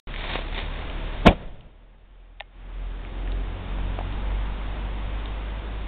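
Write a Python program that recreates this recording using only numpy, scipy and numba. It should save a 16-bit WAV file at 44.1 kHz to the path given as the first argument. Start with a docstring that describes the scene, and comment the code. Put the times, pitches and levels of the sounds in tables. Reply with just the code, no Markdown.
"""A homemade powder charge flares into a fireball in a backyard: rapidly expanding, turbulent gas
radiates one short, overloading whump, which a shed reflects and the trees scatter.
A far engine slowly gathers speed under light wind; dry grass rustles underfoot and the hand-held
camera's case clicks. The camera's narrow-band sound channel clips the burst; its gain control
then ducks, holds for about a second and creeps back up."""
import sys
import numpy as np
from scipy import signal
from scipy.fft import rfft, irfft
from scipy.io import wavfile
from scipy.ndimage import uniform_filter1d
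from numba import njit

SR = 44100
rng = np.random.default_rng(int(sys.argv[2]) if len(sys.argv) > 2 else 0)


def waveform_to_disk(signal):
    """Save audio, clipped to [-1, 1], as 16-bit WAV at the path in sys.argv[1]."""
    frames = np.transpose(np.atleast_2d(signal))
    scaled = np.clip(frames, -1, 1) * 32767
    samples = np.round(scaled).astype(np.int16)
    wavfile.write(sys.argv[1], SR, samples)


N = 258867
T = np.arange(N) / SR

# spectrum of the outdoor air: f/Hz, relative density/dB
AIR_SPECTRUM = [(20, 1.5), (60, 8.5), (100, 3.5), (150, 0.5), (280, -1.5), (400, -4), (600, -4),
                (930, -6.5), (1400, -10), (2500, -12.5), (4000, -16)]
# spectrum of wind eddies at the microphone: f/Hz, relative density/dB
EDDY_SPECTRUM = [(10, 0.5), (22, -3.5), (45, -8.5), (85, -11), (130, -21.5), (250, -33.5), (1000, -59)]
# firing rate of the far engine: t/s, f/Hz
FIRING_RATE = [(0, 35.38), (1.1, 37.5), (1.8, 40.38), (3, 43.45), (4.4, 47.44), (5.87, 50.9)]
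# its fundamental, carried on the breeze: t/s, level/dB
DRONE_LEVEL = [(0, -32.5), (1.4, -30), (1.8, -26), (2.8, -24), (3.4, -26.5), (4.05, -30.5), (4.25, -23),
               (4.6, -29), (5.87, -32)]
# its overtones, which follow the load: t/s, level/dB
OVERTONE_LEVEL = [(0, -46), (2.9, -40.5), (3.4, -37.5), (3.9, -34), (4.6, -43), (5.1, -41.5), (5.87, -52)]
# exhaust overtones: multiple of the firing rate, relative level/dB
EXHAUST_HARMONICS = [(2, 1), (3, -12), (4, -8), (5, -12.5), (6, -14.5)]
# spectrum of rustling grass: f/Hz, relative density/dB
GRASS_SPECTRUM = [(100, -8), (500, -1.5), (900, 1.5), (1300, -5), (2200, 1), (3000, -2), (3600, 1),
                  (4000, 2.5)]
# a foot brushing through the grass: t/s, peak level/dB, attack/s, release/s
GRASS_STROKES = [(.22, -33.5, .4, 0.96), (.35, -26, 0.53, .27), (.585, -29, .28, .3),
                 (.81, -41, 0.69, 0.33)]
# a foot set down on hard soil: t/s, level/dB, knock f/Hz
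FOOT_IMPACTS = [(0.356, -14.5, 478), (0.3897, -19.5, 560), (3.786, -26.5, 800), (3.989, -17.5, 724),
                (4.010, -23, 785)]
# clicks of the camera case in the hand: t/s, level/dB, centre f/Hz
CASE_CLICKS = [(0.14, -33, 2400), (.161, -33, 2410), (.899, -37, 2890), (1.609, -31.5, 2880),
               (2.401, -14.5, 2900), (2.4055, -7, 2470), (2.4054, -9.5, 730), (2.421, -27, 2600),
               (3.050, -35.5, 2180), (3.275, -35, 2360), (3.320, -31.5, 4080), (4.125, -39.5, 3700),
               (5.258, -36.5, 4100)]
# normal modes of the case: f/Hz, T60/s, relative level/dB
CASE_MODES = [(654, 0.02, 3.5), (814, 0.04, 8), (1030, 0.021, 0.5), (1350, .025, -1), (1800, 0.043, -4),
              (2150, 0.2, -20), (2754, 0.011, -6.5), (3745, .012, -5.5)]
# spectrum of the echo from the trees: f/Hz, relative density/dB
TREE_SPECTRUM = [(25, -3), (100, 0.5), (190, -0.5), (350, -13), (550, -5.5), (1200, -23), (4000, -28.5)]
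# resonances of the jet at the charge's opening: f/Hz, width/Hz, relative level/dB
JET_RESONANCES = [(2410, 340, 1), (2835, 300, -4.5), (3284, 346, -7.5)]
# broad noise bands that colour the fireball's dark roar: f/Hz, nominal width/Hz, relative level/dB
ROAR_BANDS = [(122, 70, -5.5), (197.6, 90, 0), (303, 90, -6), (571.6, 190, -0.5), (900, 450, -12.5),
              (1520, 590, -16), (2900, 1800, -10)]

FLARE_PEAK_S = 1.287


def undb(db):
    """Amplitude ratio of a level: a factor of ten per 20 dB."""
    return 10 ** (np.asarray(db) / 20)


def curve(rows):
    """Linear interpolation in time between rows of t/s, value."""
    return np.interp(T, *np.transpose(rows))


def unit(x):
    """Normalisation to rms 1."""
    return x / np.sqrt(np.mean(x ** 2))


def noise(points):
    """Spectral shaping: noise of rms 1 follows points of f/Hz, density/dB and rolls off at both ends."""
    hz, db = np.transpose(points)
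    f = np.maximum(np.fft.rfftfreq(N, 1 / SR), 1)
    shape = undb(np.interp(np.log(f), np.log(hz), db))
    roll_off = 1 / np.sqrt((1 + (hz[0] / 2 / f) ** 4) * (1 + (f / 5000) ** 16))
    return unit(irfft(rfft(rng.standard_normal(N)) * shape * roll_off, N))


def resonate(x, hz, width_hz):
    """Resonance: two equal resonators in cascade, each of the given width, with gain 1 at the centre."""
    b, a = signal.iirpeak(hz, hz / width_hz, fs=SR)
    return signal.lfilter(b, a, signal.lfilter(b, a, x))


def band(hz, width_hz):
    """Band-pass filtering of white noise leaves one band, of rms 1."""
    return unit(resonate(rng.standard_normal(N), hz, width_hz))


def walk(rate_hz):
    """Random modulation: chance steps, smoothed twice, of rms 1."""
    span = int(SR / rate_hz)
    steps = np.repeat(rng.standard_normal(N // span + 1), span)[:N]
    return unit(uniform_filter1d(uniform_filter1d(steps, span), span))


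def envelope(peak_s, attack_s, hold_s, release_s):
    """Exponential growth to 1, a hold, then exponential decay; attack and release each span 60 dB."""
    before = np.maximum(peak_s - T, 0)
    after = np.maximum(T - peak_s - hold_s, 0)
    return undb(-60 * (before / attack_s + after / release_s))


def passing(nearest_s, spread_s):
    """Inverse-distance law for a source moving past in a straight line: gain 1 when nearest."""
    return 1 / np.hypot(1, (T - nearest_s) / spread_s)


def air(db=-36, gust_db=.5, hiss_db=-52):
    """Ambient noise: light wind and far traffic swell and ease slowly over an even hiss."""
    wind = noise(AIR_SPECTRUM) * passing(2.92, spread_s=3.2) * undb(db + gust_db * walk(7.8))
    return wind + undb(hiss_db) * noise([(200, 0.0018), (4000, 0)])


def gust(db=-41.5):
    """Flow noise: a soft, low rush of wind passes through the branches."""
    return band(310, width_hz=300) * undb(db) * passing(3.3, spread_s=.25)


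def buffet(db=-39.5, gust_db=3):
    """Turbulent pressure fluctuation: eddies tumble over the microphone port."""
    return noise(EDDY_SPECTRUM) * undb(db + gust_db * walk(6.9))


def tyres(db=-47):
    """Rolling noise: the far vehicle's tyres radiate one broad band as it goes by."""
    return band(900, width_hz=480) * undb(db) * passing(4.35, spread_s=.6)


def engine(wobble=.004, flutter_db=1, overtone_flutter_db=2, throb_hz=1.78, trough_s=3.632):
    """Periodic firing gives a harmonic series, of which only the lowest orders carry from afar."""
    phase = 2 * np.pi * np.cumsum(curve(FIRING_RATE) * (1 + wobble * walk(12))) / SR
    # the drone throbs slowly, most deeply in mid-run
    depth = .61 * passing(3.35, spread_s=.75) ** 2
    throb = np.abs(1 - depth * np.exp(2j * np.pi * throb_hz * (T - trough_s)))
    drone = unit(np.sin(phase)) * throb * undb(curve(DRONE_LEVEL) + flutter_db * walk(9))
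    overtones = sum(undb(db + overtone_flutter_db * walk(9)) * np.cos(order * phase)
                    for order, db in EXHAUST_HARMONICS)
    return drone + unit(overtones) * undb(curve(OVERTONE_LEVEL))


def grass(grain_db=2.5, stir_db=-48, still_s=1.3):
    """Friction: dry blades crackle under a shifting foot; strokes and a faint stirring add in power."""
    stroke_power = sum((undb(db) * envelope(s, attack, 0, release)) ** 2
                       for s, db, attack, release in GRASS_STROKES)
    stirring = undb(stir_db) * envelope(still_s, attack_s=np.inf, hold_s=0, release_s=1.8)
    crackle = unit(noise(GRASS_SPECTRUM) * undb(grain_db * walk(350)))
    return crackle * np.sqrt(stroke_power + stirring ** 2)


def footfalls(knock_t60=.015, grit_db=-11, grit_t60=.02):
    """Impact: the sole lands with a heavily damped knock and a crunch of soil."""
    out = np.zeros(N)
    grit = undb(grit_db) * band(1100, width_hz=2200)
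    for s, db, hz in FOOT_IMPACTS:
        age = np.maximum(T - s, 0)
        knock = np.sin(2 * np.pi * hz * age) * undb(-60 * age / knock_t60)
        crunch = grit * undb(-60 * age / grit_t60)
        out += (T >= s) * undb(db) * (knock + crunch)
    return out


def clicks(contact_t60=.0077, ring_db=-35, contact_q=1.14, lowest_hz=580):
    """Modal ringing: tiny scrapes excite the plastic case, which is too small to radiate bass."""
    out, t = np.zeros(N), T[:SR // 10]
    ring = sum(undb(db - 60 * t / t60) * np.cos(2 * np.pi * hz * t) for hz, t60, db in CASE_MODES)
    radiation = signal.butter(6, [lowest_hz, 5000], "band", fs=SR, output="sos")
    for s, db, hz in CASE_CLICKS:
        scrape = rng.standard_normal(len(t)) * undb(-60 * t / contact_t60)
        contact = resonate(scrape, hz, hz / contact_q)
        ringing = undb(ring_db) * signal.fftconvolve(contact, ring)[:len(t)]
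        click = signal.sosfilt(radiation, contact + ringing)
        rms = np.sqrt(np.sum(click ** 2) / (SR * .005))  # its energy spread over 5 ms
        start = int(s * SR)
        out[start:start + len(t)] += undb(db) * click / rms
    return out


def trees(db=-29, build_s=.16, t60=1.8, patchy_db=2):
    """Scattering: trunks and houses return the burst as a dull, uneven reverberant tail."""
    age = np.maximum(T - FLARE_PEAK_S, 0)
    build_up = np.minimum(age / build_s, 1)
    decay_db = 60 * np.maximum(age - build_s, 0) / t60
    return noise(TREE_SPECTRUM) * build_up * undb(db - decay_db + patchy_db * walk(25))


def puff(db=-20):
    """Air flow travels slower than sound: a soft puff reaches the microphone after the burst."""
    return band(16, width_hz=30) * undb(db) * envelope(1.47, attack_s=.097, hold_s=0, release_s=1.4)


def jet(db=-17, peak_s=1.281, spread_s=.0065):
    """Jet noise: gas whistles through the resonant opening of the charge for an instant."""
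    hiss = rng.standard_normal(N)
    whistle = sum(undb(level) * resonate(hiss, hz, width) for hz, width, level in JET_RESONANCES)
    burst = np.exp(-.5 * ((T - peak_s) / spread_s) ** 2)
    return undb(db) * whistle * burst / np.sqrt(np.average(whistle ** 2, weights=burst ** 2))


def thump(db=-6, swell_s=.003, echo_s=.024, echo_db=-13):
    """Monopole radiation: the gas swells and stops, giving one pressure swing that the shed reflects."""
    ages = ((T - FLARE_PEAK_S - lag) / swell_s for lag in (0, echo_s))
    direct, reflected = (age * np.exp((1 - age ** 2) / 2) for age in ages)
    return undb(db) * (direct + undb(echo_db) * reflected)


def combustion(flash_s=1.2675, lead_s=.0155, attack_s=.031, release_s=.028, sag_db_per_s=212):
    """Deflagration envelope: ignition fizzes, the charge catches all at once, the rest burns off."""
    fizz = undb(-34) * envelope(flash_s - lead_s, attack_s=.018, hold_s=lead_s, release_s=release_s)
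    flash = undb(.5) * envelope(flash_s, attack_s, hold_s=.005, release_s=release_s)
    sag_db = sag_db_per_s * np.maximum(T - flash_s, 0)
    afterburn = undb(-9 - sag_db) * envelope(flash_s, attack_s, hold_s=.057, release_s=.115)
    return np.max([fizz, flash, afterburn], axis=0)


def roar(flutter_db=1, broadening=1.51):
    """Combustion noise: turbulent gas leaves the charge as strongly as it burns."""
    burn = combustion()
    gas = np.zeros(N)
    for hz, width, db in ROAR_BANDS:
        eddies = band(hz, broadening * width) * undb(flutter_db * walk(400))
        # each band takes a set share of the roar's energy
        gas += undb(db) * eddies / np.sqrt(np.average(eddies ** 2, weights=burn ** 2))
    running_rms = np.sqrt(uniform_filter1d(gas ** 2, size=1100))  # over 25 ms
    return burn * gas / running_rms


def scene():
    """Superposition: the pressures of the fireball and the yard around it add at one microphone."""
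    fireball = roar() + jet() + thump() + trees()
    yard = engine() + tyres() + air() + gust() + buffet()
    handling = grass() + footfalls() + clicks()
    return (fireball + yard + handling + puff())[None]


@njit
def gain_control(x, limit, low_gain, fall_s, hold_s, rise_s):
    """Feedback: an overload drives the gain toward its low value for the hold time; then it recovers."""
    y, gain, wait_s = np.empty(len(x)), 1., 0.
    for i in range(len(x)):
        y[i] = gain * x[i]
        wait_s = hold_s if abs(y[i]) > limit else wait_s - 1 / SR
        if wait_s > 0:
            gain += (low_gain - gain) / (fall_s * SR)
        else:
            gain += (1 - gain) / (rise_s * SR)
    return y


def record(dry, open_s=.072, duck_db=-23, ceiling=.71, top_hz=16000):
    """Nonlinear distortion: after gain control and a narrow pass band, clipping adds treble."""
    x = dry[0] * (T > open_s)  # silence until the channel opens
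    x = gain_control(x, limit=.5, low_gain=float(undb(duck_db)), fall_s=.11, hold_s=1.213, rise_s=.96)
    edge_hz, edge_db = [3700, 4020, 4300, 4600, 5000], [0, -17, -16.5, -50, -100]
    pass_band = undb(np.interp(np.fft.rfftfreq(N, 1 / SR), edge_hz, edge_db))
    narrow = irfft(rfft(x) * pass_band, N)
    clipped = np.clip(narrow, -ceiling, ceiling)
    low_pass = signal.ellip(8, .2, 70, top_hz, fs=SR, output="sos")
    return signal.sosfilt(low_pass, clipped)[None]


dry = scene()
out = record(dry)
waveform_to_disk(out)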